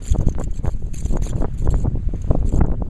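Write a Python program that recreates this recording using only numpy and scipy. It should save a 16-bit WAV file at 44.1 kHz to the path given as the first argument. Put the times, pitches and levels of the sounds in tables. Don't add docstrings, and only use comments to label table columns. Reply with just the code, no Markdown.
import sys
import numpy as np
from scipy import signal
from scipy.fft import rfft, irfft
from scipy.io import wavfile
from scipy.ndimage import uniform_filter1d

SR = 44100
rng = np.random.default_rng(int(sys.argv[2]) if len(sys.argv) > 2 else 0)


def transcribe(signal):
    frames = np.atleast_2d(signal).T
    limited = np.clip(frames, -1, 1)
    pcm = np.round(limited * 32767).astype(np.int16)
    wavfile.write(sys.argv[1], SR, pcm)


N = 127449

# time_s [s], deep_db [dB], buffet_db [dB]
WIND = [(0.0, -31, -40.5), (0.12, -22.5, -28), (0.25, -19, -27.5), (0.33, -19.5, -36), (0.56, -25, -39.5),
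        (0.63, -23, -39.5), (0.99, -22.5, -36), (1.13, -16.5, -27.5), (1.28, -23.5, -32.5),
        (1.46, -16, -28.5), (1.51, -23.5, -42), (1.7, -17.5, -24.5), (2.11, -23.5, -43.5),
        (2.16, -20.5, -25), (2.2, -26.5, -42.5), (2.32, -22, -26), (2.37, -20.5, -29.5),
        (2.59, -16.5, -24.5), (2.89, -25, -35.5)]
# freq_hz [Hz], gain_db [dB]
RUMBLE_SPECTRUM = [(4, -6.5), (12, 6), (35, 3), (55, -3.5), (90, -5.5), (130, -10), (220, -25),
                   (500, -103.5)]
# freq_hz [Hz], gain_db [dB]
BUFFET_SPECTRUM = [(40, -14), (110, -10.5), (170, 2), (280, -7.5), (450, -18.5), (800, -40), (1500, -44),
                   (6000, -110)]
# peak_s [s], peak_db [dB], half_width_s [s]
THUMPS = [(0.114, -4, 0.0031), (0.121, -3, 0.0029), (0.19, -4, 0.0019), (0.208, -6.5, 0.0023),
          (0.271, -1.5, 0.0019), (0.334, -13.5, 0.0047), (0.477, -12.5, 0.0022), (0.513, -10, 0.0088),
          (0.681, -5, 0.0036), (.75, -15, 0.0019), (1.026, -8, 0.003), (1.134, -12, 0.0011),
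          (1.224, -11, .003), (1.662, -7, 0.0022), (1.691, -5, 0.0027), (1.849, -15, 0.0058),
          (1.88, -8, 0.0017), (2.077, -6, 0.0041), (2.25, -12.5, 0.003), (2.307, 1.5, 0.0022),
          (2.377, -7.5, 0.0027), (2.408, -9, 0.0035), (2.448, -7, 0.0017), (2.54, -5, 0.00085),
          (2.591, -4.5, 0.0015), (2.616, -2, 0.00094), (2.644, -5, 0.0025), (2.717, -6.5, 0.0048),
          (2.818, -13, 0.0017)]
# centre_s [s], level_db [dB], length_s [s], roll_off_hz [Hz]
BURSTS = [(0.149, -25.5, 0.004, 424), (0.1531, -28, 0.00096, 424), (0.1603, -16.5, 0.0015, 296),
          (0.1994, -27.5, 0.0012, 240), (0.211, -26, 0.0013, 450), (0.215, -24, 0.0014, 324),
          (0.228, -27.5, 0.0046, 233), (0.2707, -21.5, 0.0013, 252), (0.2862, -16.5, 0.0016, 262),
          (0.351, -33.5, 0.001, 1530), (0.385, -24.5, 0.0021, 556), (0.399, -23.5, 0.0033, 313),
          (0.4128, -23.5, 0.004, 556), (0.478, -34, 0.0056, 228), (0.638, -33.5, 0.0017, 346),
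          (0.648, -29, 0.0056, 298), (0.657, -24.5, 0.0026, 810), (0.6684, -25.5, 0.0015, 615),
          (0.680, -20, 0.0015, 477), (0.689, -29, 0.005, 473), (0.826, -35.5, 0.0042, 216),
          (0.942, -35, 0.0025, 190), (1.0612, -27, 0.0016, 282), (1.127, -27.5, 0.0017, 268),
          (1.14, -26, 0.0026, 330), (1.156, -20, 0.0029, 260), (1.1708, -17.5, 0.0012, 590),
          (1.223, -26.5, 0.0017, 332), (1.2677, -31, 0.0091, 410), (1.334, -29, 0.0038, 505),
          (1.365, -25.5, 0.00093, 420), (1.381, -28, 0.0035, 230), (1.411, -23.5, 0.0019, 330),
          (1.4207, -19, 0.0011, 514), (1.427, -23, 0.006, 360), (1.4451, -13.5, 0.00077, 517),
          (1.4485, -22.5, 0.0047, 467), (1.484, -30, 0.0011, 274), (1.644, -35.5, 0.0015, 380),
          (1.66, -24.5, 0.0018, 252), (1.6752, -15, 0.0017, 453), (1.69, -31.5, 0.0066, 302),
          (1.7428, -16.5, 0.00083, 585), (1.852, -22.5, 0.0056, 288), (1.87, -27.5, 0.0043, 420),
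          (1.9563, -23.5, 0.0019, 222), (1.973, -31.5, 0.0015, 300), (2.0907, -31, 0.0023, 253),
          (2.1385, -20, 0.00079, 200), (2.1455, -26.5, 0.00067, 290), (2.245, -31.5, 0.0014, 300),
          (2.3043, -23, 0.00087, 330), (2.3116, -12.5, 0.0024, 335), (2.3333, -26.5, 0.0013, 310),
          (2.351, -13.5, 0.002, 275), (2.385, -31, 0.00091, 200), (2.4274, -26.5, 0.0013, 400),
          (2.527, -26.5, 0.0023, 280), (2.5465, -20, 0.0018, 265), (2.5605, -25.5, 0.0031, 250),
          (2.575, -30, 0.0066, 380), (2.588, -29, 0.001, 620), (2.6122, -15, 0.0027, 603),
          (2.617, -22, 0.0014, 400), (2.648, -24.5, 0.0073, 417), (2.6695, -30.5, 0.00062, 620),
          (2.685, -20, 0.0013, 252), (2.701, -32, 0.0048, 380), (2.7178, -27.5, 0.0014, 695),
          (2.7237, -23.5, 0.0015, 230), (2.74, -31, 0.0052, 382), (2.8224, -19, 0.0017, 323)]
# start_s [s], length_s [s], level_db [dB]
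RUBS = [(0.023, 0.073, -47.5), (0.056, 0.063, -43.5), (0.121, 0.054, -54.5), (0.215, 0.0077, -48.5),
        (0.265, 0.029, -53.5), (0.395, 0.051, -47), (0.54, 0.053, -52.5), (0.636, 0.098, -51.5),
        (0.754, 0.166, -63), (0.938, 0.073, -42.5), (1.028, 0.033, -47), (1.081, 0.055, -47.5),
        (1.158, 0.017, -52), (1.224, 0.084, -40), (1.36, 0.071, -52.5), (1.538, 0.011, -57.5),
        (1.579, 0.045, -51.5), (1.641, 0.026, -51.5), (1.706, 0.021, -46), (1.748, 0.087, -52.5),
        (2.159, 0.25, -67), (2.46, 0.042, -49.5), (2.518, 0.073, -52)]
# start_s [s], level_db [dB], ring_hz [Hz]
CATCHES = [(0.08, -30, 7300), (0.1232, -27, 3300), (0.1844, -40, 6100), (0.2083, -40, 6300),
           (0.2705, -40, 6340), (0.2937, -33, 6390), (0.324, -39.5, 6160), (0.438, -31, 7380),
           (0.5123, -43, 6630), (0.982, -31.5, 7400), (1.0502, -33, 7130), (1.061, -29.5, 6170),
           (1.17, -35, 6720), (1.5839, -36.5, 8430), (2.158, -48, 6370), (2.218, -37, 6400),
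           (2.491, -35, 7670), (2.558, -36.5, 6530), (2.5762, -38, 7060), (2.663, -47, 6280)]
# freq_hz [Hz], gain_db [dB]
SHELL_SPECTRUM = [(300, -29), (1200, -13.5), (2200, -4), (2850, -5.5), (3250, -1.5), (3900, -6.5),
                  (4450, 0), (5400, -10.5), (6400, 4), (7300, 5.5), (8200, -4), (10000, -8), (11500, -13.5),
                  (14000, -22.5), (15500, -36)]
# freq_hz [Hz], gain_db [dB]
AIR_SPECTRUM = [(700, 0), (1500, -1.5), (2500, -5), (4000, -10.5), (6800, -10), (8500, -17), (11000, -24),
                (15000, -39)]
# time_s [s], level_db [dB]
AIR_LEVEL = [(0, -54), (.8, -62.5), (1.3, -56), (1.95, -60), (2.33, -53.5), (2.55, -63), (2.72, -64.5),
             (2.89, -61.5)]

AIR_PATCHY_DB = 2.2
RUB_TRIM_DB, RUB_ATTACK_S, RUB_RELEASE_S, RUB_PATCHY_DB = 0.5, 0.0036, 0.0054, 4.5
RUB_SMOOTH = 0.85
SLIPS_PER_S, SLIP_SPREAD_DB, SLIP_DECAY_S = 380, 2.5, 0.0012
CATCH_TRIM_DB, CATCH_RISE_S, CATCH_FALL_S = -6.5, 0.00018, 0.0043
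CATCH_WIDTH_HZ, CATCH_RING_GAIN = 112, 6.3
EDDIES_PER_S, EDDY_SPREAD_DB, EDDY_ROLL_OFF_HZ, EDDY_TRIM_DB = 80, 2.5, (150, 300), -11.5
LOW_CUT_HZ = 154
BURST_TRIM_DB, BURST_SHAPE = 0, 1.1
BURST_TOP_RATIO = 4.5
BURST_BAND_HZ = 300
FLAPS_PER_S, FLAP_SPREAD_DB, SLAP_S = 750, 4, 0.003
THUMP_TRIM_DB, TICK_TRIM_DB, TICK_S = -1, -27, 0.00005
BUFFET_TRIM_DB, BUFFET_LUMPY_DB, DEEP_LUMPY_DB, LUMP_HZ = -6, 4.5, 3, 40
PORT_DB, BALANCE_DB = -54.5, 0.27
NOTCH_HZ, NOTCH_WIDTH_HZ, NOTCH_DB = 5434, 350, -13.5
EDGE_HZ, SELF_NOISE_DB, FADE_S = 15600, -82, 0.005


def amp(db):
    return 10 ** (np.asarray(db) / 20)


def unit(x):
    return x / np.sqrt(np.mean(x ** 2) + 1e-20)


def curve(points, column=1):
    rows = np.array(points)
    return np.interp(np.arange(N) / SR, rows[:, 0], rows[:, column])


def spectrum(points):
    hz, db = np.transpose(points)
    bins_hz = np.fft.rfftfreq(N, 1 / SR)
    return amp(np.interp(np.log(bins_hz + 1), np.log(hz), db))


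def noise(points):
    white = rng.standard_normal(N)
    return unit(irfft(rfft(white) * spectrum(points), N))


def steadied(x, span_s):
    size = max(int(span_s * SR), 8)
    power = uniform_filter1d(uniform_filter1d(x ** 2, size), size)
    return x / np.sqrt(abs(power) + 1e-6)


def patchy(x, depth_db):
    z = signal.stft(x, nperseg=512, noverlap=384)[2]
    field = rng.standard_normal(z.T.shape)
    field = uniform_filter1d(field, size=7, axis=0)
    field = unit(uniform_filter1d(field, size=6, axis=1)).T
    gain = amp(depth_db * (field - depth_db / 9))
    return signal.istft(z * gain, nperseg=512, noverlap=384)[1][:N]


def add(mix, start_s, sound):
    start = round(start_s * SR)
    sound = sound[max(-start, 0):]
    part = mix[max(start, 0):][:len(sound)]
    part += sound[:len(part)]


def outdoor_hiss():
    return patchy(noise(AIR_SPECTRUM), AIR_PATCHY_DB) * amp(curve(AIR_LEVEL))


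def stroke_force():
    t = np.arange(N) / SR
    force = np.zeros(N)
    for start_s, length_s, level_db in RUBS:
        attack = np.minimum(t - start_s, 0) / RUB_ATTACK_S
        release = np.maximum(t - start_s - length_s, 0) / RUB_RELEASE_S
        force += amp(level_db) * np.exp(attack - release)
    return force


def add_catches(drive):
    t, hz = np.arange(1024) / SR, np.fft.rfftfreq(1024, 1 / SR)
    envelope = (1 - np.exp(-t / CATCH_RISE_S)) * np.exp(-t / CATCH_FALL_S)
    envelope /= envelope.max()
    for start_s, level_db, ring_hz in CATCHES:
        ring = 1 + CATCH_RING_GAIN / (1 + ((hz - ring_hz) / CATCH_WIDTH_HZ) ** 2)
        scrape = unit(irfft(rfft(rng.standard_normal(len(t))) * ring))
        add(drive, start_s, amp(level_db + CATCH_TRIM_DB) * envelope * scrape)


def rubbing():
    slip_gain = amp(SLIP_SPREAD_DB * np.minimum(rng.exponential(1, N), 4))
    slips = (rng.random(N) < SLIPS_PER_S / SR) * slip_gain
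    decay = np.exp(-np.arange(1024) / SR / SLIP_DECAY_S)
    grit = unit(signal.oaconvolve(slips, decay)[:N]) + RUB_SMOOTH
    rasp = steadied(grit * rng.standard_normal(N), 0.052)
    drive = amp(RUB_TRIM_DB) * stroke_force() * patchy(rasp, RUB_PATCHY_DB)
    add_catches(drive)
    return irfft(rfft(drive) * unit(spectrum(SHELL_SPECTRUM)), N)


def eddies():
    out, hz = np.zeros(N), np.fft.rfftfreq(N, 1 / SR)
    rate_per_s = EDDIES_PER_S / len(EDDY_ROLL_OFF_HZ)
    for roll_off_hz in EDDY_ROLL_OFF_HZ:
        hits = (rng.random(N) < rate_per_s / SR) * rng.choice([-1, 1], N)
        hits = hits * amp(EDDY_SPREAD_DB * np.minimum(rng.exponential(1, N), 2))
        low_cut = 1j * hz / (LOW_CUT_HZ + 1j * hz)
        out += unit(irfft(rfft(hits) * np.exp(-hz / roll_off_hz) * low_cut, N))
    return out * amp(curve(WIND, 2) + EDDY_TRIM_DB)


def bursts():
    out, t, hz = np.zeros(N), np.arange(-2048, 2048) / SR, np.fft.rfftfreq(4096, 1 / SR)
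    low_cut = hz ** 2 / (hz ** 2 + LOW_CUT_HZ ** 2)
    for centre_s, level_db, length_s, roll_off_hz in BURSTS:
        top_cut = 1 / np.sqrt(1 + (hz / (BURST_TOP_RATIO * roll_off_hz)) ** 10)
        colour = np.exp(-hz / roll_off_hz) * low_cut * top_cut

        flaps = (rng.random(len(t)) < FLAPS_PER_S / SR) * rng.choice([-1, 1], len(t))
        flaps = flaps * amp(FLAP_SPREAD_DB * rng.standard_normal(len(t)))
        flutter = rfft(unit(flaps * np.exp(-abs(t / length_s) ** BURST_SHAPE)))
        slap = rfft(unit(1. * (t == 0))) * np.exp(2j * np.pi * rng.random())
        slap_share = np.exp(-(length_s / SLAP_S) ** 2)
        burst = np.sqrt(slap_share) * slap + np.sqrt(1 - slap_share) * flutter

        broad_power = uniform_filter1d(uniform_filter1d(abs(burst) ** 2, size=35), size=35)
        burst = burst / np.sqrt(broad_power) * colour
        size = np.linalg.norm(irfft(burst * (hz > BURST_BAND_HZ)))
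        gain = np.sqrt(length_s * SR) * amp(level_db + BURST_TRIM_DB) / size
        add(out, centre_s + t[0], irfft(burst) * gain)
    return out


def thumps():
    out, t = np.zeros(N), np.arange(-2048, 2048) / SR
    age = t[t >= 0] / TICK_S
    tick = age * np.exp(-age)
    for k, (peak_s, peak_db, half_width_s) in enumerate(THUMPS):
        sign = (-1) ** k
        pulse = np.hanning(len(t)) * (1 + (t / half_width_s) ** 2 / 2) ** -2
        add(out, peak_s + t[0], sign * amp(peak_db + THUMP_TRIM_DB) * pulse)
        add(out, peak_s - half_width_s, sign * amp(peak_db + TICK_TRIM_DB) * tick)
    return out


def rumble():
    lumps = noise([(1, 0), (LUMP_HZ, 0), (4 * LUMP_HZ, -130)])
    deep_db = curve(WIND, 1) + DEEP_LUMPY_DB * lumps
    buffet_db = curve(WIND, 2) + BUFFET_TRIM_DB + BUFFET_LUMPY_DB * lumps
    deep = steadied(noise(RUMBLE_SPECTRUM), 0.073) * amp(deep_db)
    buffet = steadied(noise(BUFFET_SPECTRUM), 0.018) * amp(buffet_db)
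    return deep + buffet


def scene():
    mono = outdoor_hiss() + rubbing() + eddies() + bursts() + thumps() + rumble()
    balance = amp([[BALANCE_DB / 2], [-BALANCE_DB / 2]])
    port_difference = amp(PORT_DB) * rumble() * np.array([[1], [-1]])
    return mono * balance + port_difference


def record(dry):
    hz, t = np.fft.rfftfreq(N, 1 / SR), np.arange(N) / SR
    held = dry / (1 + dry ** 8) ** (1 / 8)
    edge = np.minimum(np.minimum(t, t[::-1]) / FADE_S, 1)
    fade = np.sin(np.pi / 2 * edge) ** 2
    hiss = amp(SELF_NOISE_DB) * np.array([noise(SHELL_SPECTRUM), noise(SHELL_SPECTRUM)])
    notch = amp(NOTCH_DB / (1 + ((hz - NOTCH_HZ) / NOTCH_WIDTH_HZ) ** 2))
    out = irfft(rfft(held * fade + hiss) * notch, N)
    band_limit = signal.firwin(511, EDGE_HZ, window=("kaiser", 9), fs=SR)
    return signal.oaconvolve(out, band_limit[None], "same")


dry = scene()
out = record(dry)
transcribe(out)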